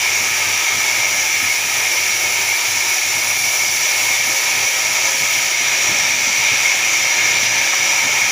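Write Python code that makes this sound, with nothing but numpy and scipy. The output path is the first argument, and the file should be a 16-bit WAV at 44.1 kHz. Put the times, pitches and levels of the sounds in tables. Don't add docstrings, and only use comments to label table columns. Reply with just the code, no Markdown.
import sys
import numpy as np
from scipy import signal
from scipy.fft import rfft, irfft
from scipy.io import wavfile
from scipy.ndimage import uniform_filter1d

SR = 44100
rng = np.random.default_rng(int(sys.argv[2]) if len(sys.argv) > 2 else 0)


def elevation(decibels):
    levels = np.asarray(decibels, float)
    return 10 ** (levels / 20)


def store_wav(level_fs):
    pcm = np.round(np.clip(np.atleast_2d(level_fs), -1, 1) * 32767)
    wavfile.write(sys.argv[1], SR, pcm.T.astype(np.int16))


N = 366471

# middle in seconds, low edge in Hz, high
# edge in Hz, level in dB.
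SIDE_BURSTS = [(.995, 8200, 10500, -39), (1.785, 12400, 14600, -42), (2.18, 11670, 13300, -43),
               (3.109, 5200, 7000, -27), (3.967, 12560, 14030, -49), (7.032, 5170, 6400, -27),
               (7.032, 12400, 14100, -48), (7.357, 6220, 7550, -30), (7.357, 11600, 13330, -45)]

# time in seconds, firing rate in Hz.
FIRING_RATE = [(0.0, 97.5), (1.2, 99.4), (1.7, 97.5), (2.7, 100.7), (3.6, 102.3), (4.3, 105.7),
               (5.5, 109.1), (6.6, 111.6), (7.6, 110.6), (8.31, 111.4)]
# multiple of the firing rate, level in dB.
WEAK_ORDERS = [(28.7, -47), (33.2, -56)]
# time in seconds, change in dB, length in seconds.
LOW_SWELLS = [(.3, -1, .08), (0.499, 5, .12), (.65, -9, .08), (.77, 4, .08), (1.0, 4, .06), (1.28, -5, .1),
              (1.44, 3, .07), (1.55, -6, 0.058), (1.94, -9, .07), (2.12, -1, .06), (2.25, -1, .08),
              (2.607, -12, 0.1), (2.971, -12, 0.12), (3.35, 2, 0.063), (3.52, -5, .07), (3.9, -9, 0.13),
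              (4.09, 1, 0.047), (4.39, -17, .08), (4.71, -8, .07), (4.96, -5, 0.065), (5.117, -8, .08),
              (5.52, -6, .08), (5.761, -7, .05), (5.9, 7, .07), (6.2, -4, .1), (6.72, -3, 0.11),
              (6.946, -9, .05), (7.11, -7, .06), (2.7, 4, .05), (7.71, -5, .06)]
# pitch in Hz, width in Hz, level in dB.
HOUSING_MODES = [(132, 37, -3), (258, 61, -3.5)]
# pitch in Hz, level in dB.
HOUSING_BED = [(20, -28), (50, -16), (90, -2), (130, 1.5), (280, 0), (350, -6.5), (450, -2.5), (600, -52)]

# start in seconds, peak in dB, pitch in Hz, 60 dB decay in seconds.
TIMBER_KNOCKS = [(1.4, -23, 1280, 0.16), (1.424, -33, 258, .15), (.47, -37, 105, .12), (.99, -35, 120, .12),
                 (2.68, -36, 127.4, 0.14), (3.09, -41, 150.6, .1), (3.37, -33, 387, .1),
                 (4.291, -31, 316, 0.12), (5.892, -30, 333, .2), (6.982, -32, 347.5, 0.11),
                 (7.615, -22, 953, 0.055), (7.729, -18, 1280, 0.096), (7.732, -19, 1090, .05),
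                 (7.733, -18, 766, 0.056), (8.217, -5, 2210, .045)]
# time in seconds, pitch in Hz, level in dB.
SLAB_GROAN = [
    (5.55, 243, -65),
    (5.75, 245, -49),
    (6.25, 246, -47),
    (6.5, 240, -60),
]

# time in seconds, grip in dB.
WOOD_GRIP = [(0.0, -1), (.2, 0.6), (.95, -0.2), (1.9, 0.9), (2.1, 1), (2.95, 1.5), (3.1, 0.9), (3.7, 2.5),
             (3.95, 1), (4.45, -0.5), (5.35, 0), (5.6, -1.3), (6.25, -1.7), (7.05, -1.3), (7.75, -2.3),
             (7.95, -1.5), (8.2, -1.4), (8.31, -.5)]
# pitch in Hz, width in Hz, level in dB.
BLADE_MODES = [(1566, 20, -19), (1677, 192, -14.5), (1787, 210, -10.8), (1913, 36, -9.5), (1987, 77, -12.8),
               (2111, 40, -5), (2158, 89, -1.9), (2228, 119, -.5), (2342, 84, 0), (2431, 40, -8.5),
               (2469, 32, -4), (2464, 322, -11.4), (2689, 176, -12.3), (2785, 24, -15), (2920, 211, -15.1),
               (3075, 50, -14.8), (3141, 69, -16.5), (3203, 58, -15), (3262, 28, -16), (3380, 80, -16.1),
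               (3447, 61, -14.7), (3516, 73, -15.6), (3592, 42, -13), (3670, 34, -13), (3752, 248, -14.9),
               (3914, 117, -17.6), (4068, 260, -17.2), (4221, 50, -16.9), (4279, 146, -18.9)]
# pitch in Hz, width in Hz, level in dB.
FREE_BLADE_MODES = [(2858, 30, -13), (3203, 55, -14), (3592, 30, -15), (3670, 30, -14)]
# pitch in Hz, level in dB.
BLADE_BED_DB = [(1400, -60), (1530, -31), (2050, -45), (2500, -15), (3300, -18), (4150, -31), (4400, -19),
                (4700, -22), (5200, -50)]
# pitch in Hz, width in Hz, level in dB.
UPPER_MODES = [(4590, 100, -7), (5054, 160, -5), (5490, 110, -7), (5806, 630, -0.5), (6080, 210, -8),
               (6640, 210, -4), (6980, 610, -11.5)]
# pitch in Hz, width in Hz, level in dB.
FREE_UPPER_MODES = [(5820, 190, 1.5), (6400, 390, -8)]
# pitch in Hz, level in dB.
UPPER_BED_DB = [(3800, -60), (4400, -15.5), (5300, -9.5), (6300, -10.5), (7400, -10.5), (7800, -17.5),
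                (8100, -26.5), (9000, -40)]
# pitch in Hz, width in Hz, level in dB.
FRAME_MODES = [(327, 42, -13.5), (381, 101, -9), (431, 20, -16), (488, 80, -11.5), (543, 28, -5.5),
               (602, 46, -4.4), (645, 47, -6.5), (731, 77, -7.1), (764, 49, -3.8), (808, 25, -5.2),
               (891, 119, -4.1), (951, 95, -2.1), (1014, 26, -5.7), (1102, 40, -10.5), (1225, 116, -6.5),
               (1279, 52, -2.5), (1331, 108, -7.3), (1445, 39, -9.8), (1487, 43, -10.6)]
# pitch in Hz, level in dB.
FRAME_BED_DB = [(200, -50), (290, -24), (450, -36), (700, -12), (1150, -12.3), (1400, -12), (1540, -14),
                (1700, -40)]
# pitch in Hz, width in Hz, level in dB.
DUST_MODES = [(8570, 180, -5), (11030, 400, -3), (15000, 600, -16)]
# pitch in Hz, level in dB.
DUST_BED_DB = [(7000, -40), (8000, -9), (8600, -5), (10400, -5.5), (12000, -6.5), (13000, -9.5),
               (13850, -13.5), (14550, -4.5), (15300, -4), (15470, -1)]
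# pitch in Hz, width in Hz, level in dB.
CHIP_MODES = [(11020, 730, -2), (14800, 700, -5), (15100, 460, -6)]

EXIT_S = 5.48
LOADED_HZ, FREE_HZ = 98, 111
WHEEL_HZ = 2900
# (rest dB, dB per dB of grip, dB gained from loaded to free speed, unevenness dB)
BLADE_LEVEL, UPPER_LEVEL = (-19, -1, 0, 0.41), (-21.5, 0.22, 1.84, 0.25)
FRAME_LEVEL, DUST_LEVEL = (-30, -0.46, -0.4, 0.2), (-25.5, 0.43, -0.6, 0.1)
WHEEL_LEVEL = (-19.5, -0.15, 1.5, 0.4)
HUM_DB, HUM_GAIN_DB, RUMBLE_DB, RUMBLE_GAIN_DB = -47, -1, -47, 1
RUMBLE_SHARE = 1.05
RUMBLE_PER_GRIP = -0.92
SURGE_S, SURGE_DB, SURGE_LENGTH_S = 7.5, 4, .35
# (multiple, resonance Hz, width Hz, peak dB)
FIFTH, SIXTH = (5, 546, 42, -44.5), (6, 649, 40, -46)


def evened(x):
    return x / np.sqrt(np.mean(x ** 2) + 1e-20)


def along(rows):
    s, *columns = np.transpose(rows)
    return [np.interp(np.arange(N) / SR, s, c) for c in columns]


def drift(rate_hz):
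    size = max(round(SR / rate_hz), 1)
    smooth = uniform_filter1d(rng.standard_normal(N), size)
    return evened(uniform_filter1d(smooth, size))


def bell(middle_s, length_s):
    return np.exp(-(2 * (np.arange(N) / SR - middle_s) / length_s) ** 2)


def body(x, modes, bed):
    hz = abs(np.fft.fftfreq(2 ** 15, 1 / SR))
    bed_hz, bed_db = np.transpose(bed)
    power = elevation(np.interp(np.log(hz + 1), np.log(bed_hz), bed_db)) ** 2
    for mode_hz, width, db in modes:
        power = power + elevation(db) ** 2 / (1 + (2 * (hz - mode_hz) / width) ** 2) ** 2
    log_gain = .5 * np.log(power + 1e-10)
    min_phase = -signal.hilbert(log_gain).imag
    taps = np.fft.ifft(np.exp(log_gain + 1j * min_phase)).real[:2 ** 13]
    return evened(signal.oaconvolve(x, taps)[:N])


def bites(per_s, spread_db, flicker_db):
    size = elevation(spread_db * np.minimum(rng.exponential(1, N), 4)) * rng.standard_normal(N)
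    struck = rng.random(N) < per_s / SR
    return size * struck * elevation(flicker_db)


def wander(x, depth_db):
    z = signal.stft(x, nperseg=1024)[2]
    patches = uniform_filter1d(rng.standard_normal(z.shape), size=3, axis=0)
    for _ in range(2):
        patches = uniform_filter1d(patches, size=14, axis=1)
    shifted = z * elevation(depth_db * evened(patches))
    return evened(signal.istft(shifted, nperseg=1024)[1][:N])


def speed():
    hz, = along(FIRING_RATE)
    return hz, (hz - LOADED_HZ) / (FREE_HZ - LOADED_HZ)


def side_noise():
    side, hz = np.zeros(N), np.fft.rfftfreq(2048, 1 / SR)
    fade = signal.windows.tukey(2048, .8)
    for s, low_hz, high_hz, db in SIDE_BURSTS:
        inside = (hz > low_hz) * (hz < high_hz)
        band = irfft(rfft(rng.standard_normal(2048)) * inside)
        side[round(s * SR) - 1024:][:2048] += elevation(db) * fade * evened(band)
    return np.array([side, -side])


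def shed(x, t60, wet_db):
    first = 300
    t = np.arange(first, SR // 2) / SR
    tail = np.zeros(N)
    for k in range(3):
        signs = rng.choice([-1., 1.], len(t))
        taps = signs * (rng.random(len(t)) < .05) * elevation(-60 * t / t60)
        echoes = np.r_[np.zeros(first), taps / np.linalg.norm(taps)]
        share = np.cos(2 * np.pi * (.25 * np.arange(N) / SR + k / 3)) * np.sqrt(2 / 3)
        tail += signal.oaconvolve(x * share, echoes)[:N]
    return (x + elevation(wet_db) * tail) / np.sqrt(1 + elevation(wet_db) ** 2)


def drive_levels():
    hz, rise = speed()
    grip_db, = along(WOOD_GRIP)
    swell_db = sum(db * bell(s, length) for s, db, length in LOW_SWELLS)
    hum_db = HUM_DB + HUM_GAIN_DB * rise + swell_db + SURGE_DB * bell(SURGE_S, SURGE_LENGTH_S)
    rumble_db = RUMBLE_DB + RUMBLE_GAIN_DB * rise + RUMBLE_SHARE * swell_db + RUMBLE_PER_GRIP * grip_db
    fifth_db, sixth_db = [db - 20 * np.log10(1 + (2 * (k * hz - peak_hz) / width) ** 2)
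                          for k, peak_hz, width, db in (FIFTH, SIXTH)]
    return hz, hum_db, rumble_db, fifth_db, sixth_db


def drive():
    hz, hum_db, rumble_db, fifth_db, sixth_db = drive_levels()
    throb = drift(30)
    turn = 2 * np.pi * np.cumsum(hz) / SR
    tones = elevation(hum_db + 1.6 * throb) * np.sin(turn + 0.39 * drift(12))
    tones += elevation(fifth_db + 2.2 * drift(8)) * np.sin(5 * turn + .45 * drift(12))
    tones += elevation(sixth_db + 2.5 * drift(9)) * np.sin(6 * turn + 1.1 * drift(9))
    for k, db in WEAK_ORDERS:
        level = elevation(db + 4.5 * np.minimum(drift(11), 1.2))
        tones += level * np.sin(k * turn + 1.5 * drift(11))
    rumble = body(bites(1500, 0.81, 0), HOUSING_MODES, HOUSING_BED)
    return np.sqrt(2) * tones + elevation(rumble_db + 2.1 * throb + 2.0 * drift(25)) * rumble


def timber():
    groan_hz, groan_db = along(SLAB_GROAN)
    phase = 2 * np.pi * np.cumsum(groan_hz) / SR + .45 * drift(16)
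    out = elevation(groan_db + 2.3 * drift(14)) * np.sqrt(2) * np.sin(phase)
    t = np.arange(SR // 4) / SR
    for s, db, hz, t60 in TIMBER_KNOCKS:
        onset = np.minimum(t / 0.0018, 1)
        knock = elevation(db - 60 * t / t60) * onset * np.sin(2 * np.pi * hz * t)
        part = out[round(s * SR):][:len(t)]
        part += knock[:len(part)]
    return out


def feed():
    grip_db, = along(WOOD_GRIP)
    rise = speed()[1]
    push = drift(5.9)
    return [rest_db + per_grip * grip_db + gain_db * rise + uneven_db * (0.9 * push + 0.68 * drift(8.4))
            for rest_db, per_grip, gain_db, uneven_db
            in (BLADE_LEVEL, UPPER_LEVEL, FRAME_LEVEL, DUST_LEVEL, WHEEL_LEVEL)]


def sawdust(grain, free):
    dust = body(bites(30000, .6, 0.35 * grain + .5 * drift(22)), DUST_MODES, DUST_BED_DB)
    flicker_db = 0.4 * grain + 1.3 * drift(33) + 1.1 * drift(14)
    chip_bed = [(7500, -49), (9000, -8), (14000, -15), (16000, -31)]  # (Hz, dB)
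    chips = body(bites(18000, .7, flicker_db), CHIP_MODES, chip_bed)
    depth = np.clip(0.4 + np.arange(N) / SR / 4.8, 0, 1)
    return evened(dust + elevation(-6.5) * depth * ~free * chips)


def saw():
    blade_db, upper_db, frame_db, dust_db, wheel_db = feed()
    free = np.arange(N) > EXIT_S * SR
    grain = drift(27) + 0.3 * drift(1.7)

    teeth = wander(bites(30000, 0.54, 0.083 * grain), 0.85)
    free_blade = body(teeth, BLADE_MODES + FREE_BLADE_MODES, BLADE_BED_DB)
    blade = np.where(free, free_blade, body(teeth, BLADE_MODES, BLADE_BED_DB))
    high_pass = signal.butter(4, WHEEL_HZ, "high", fs=SR, output="sos")
    wheel = signal.sosfiltfilt(high_pass, blade)

    high = wander(bites(30000, 0.39, 0.24 * grain + 0.45 * drift(37)), 1.0)
    free_upper = body(high, UPPER_MODES + FREE_UPPER_MODES, UPPER_BED_DB)
    upper = np.where(free, free_upper, body(high, UPPER_MODES, UPPER_BED_DB))

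    jolts = bites(16000, 0.55, 0.65 * grain + 0.38 * drift(9.6))
    frame = wander(body(jolts, FRAME_MODES, FRAME_BED_DB), 1.0)

    out = elevation(blade_db) * (blade - wheel) + elevation(wheel_db) * wheel
    out += elevation(upper_db) * upper + elevation(frame_db) * frame
    return out + elevation(dust_db) * sawdust(grain, free)


def scene():
    mono = drive() + timber() + shed(saw(), 0.19, -13.5)
    return np.array([mono, mono])


def band_limit(x):
    return signal.sosfilt(signal.butter(12, 16850, fs=SR, output="sos"), x)


def record(dry):
    soft = 1.6 * np.tanh(dry / 1.6)
    edge = signal.firwin(3001, 15515, window=("kaiser", 11), fs=SR)  # low-pass, Hz
    mix = signal.oaconvolve(soft + side_noise(), edge[None], "same")
    return band_limit(mix)


dry = scene()
out = record(dry)
store_wav(out)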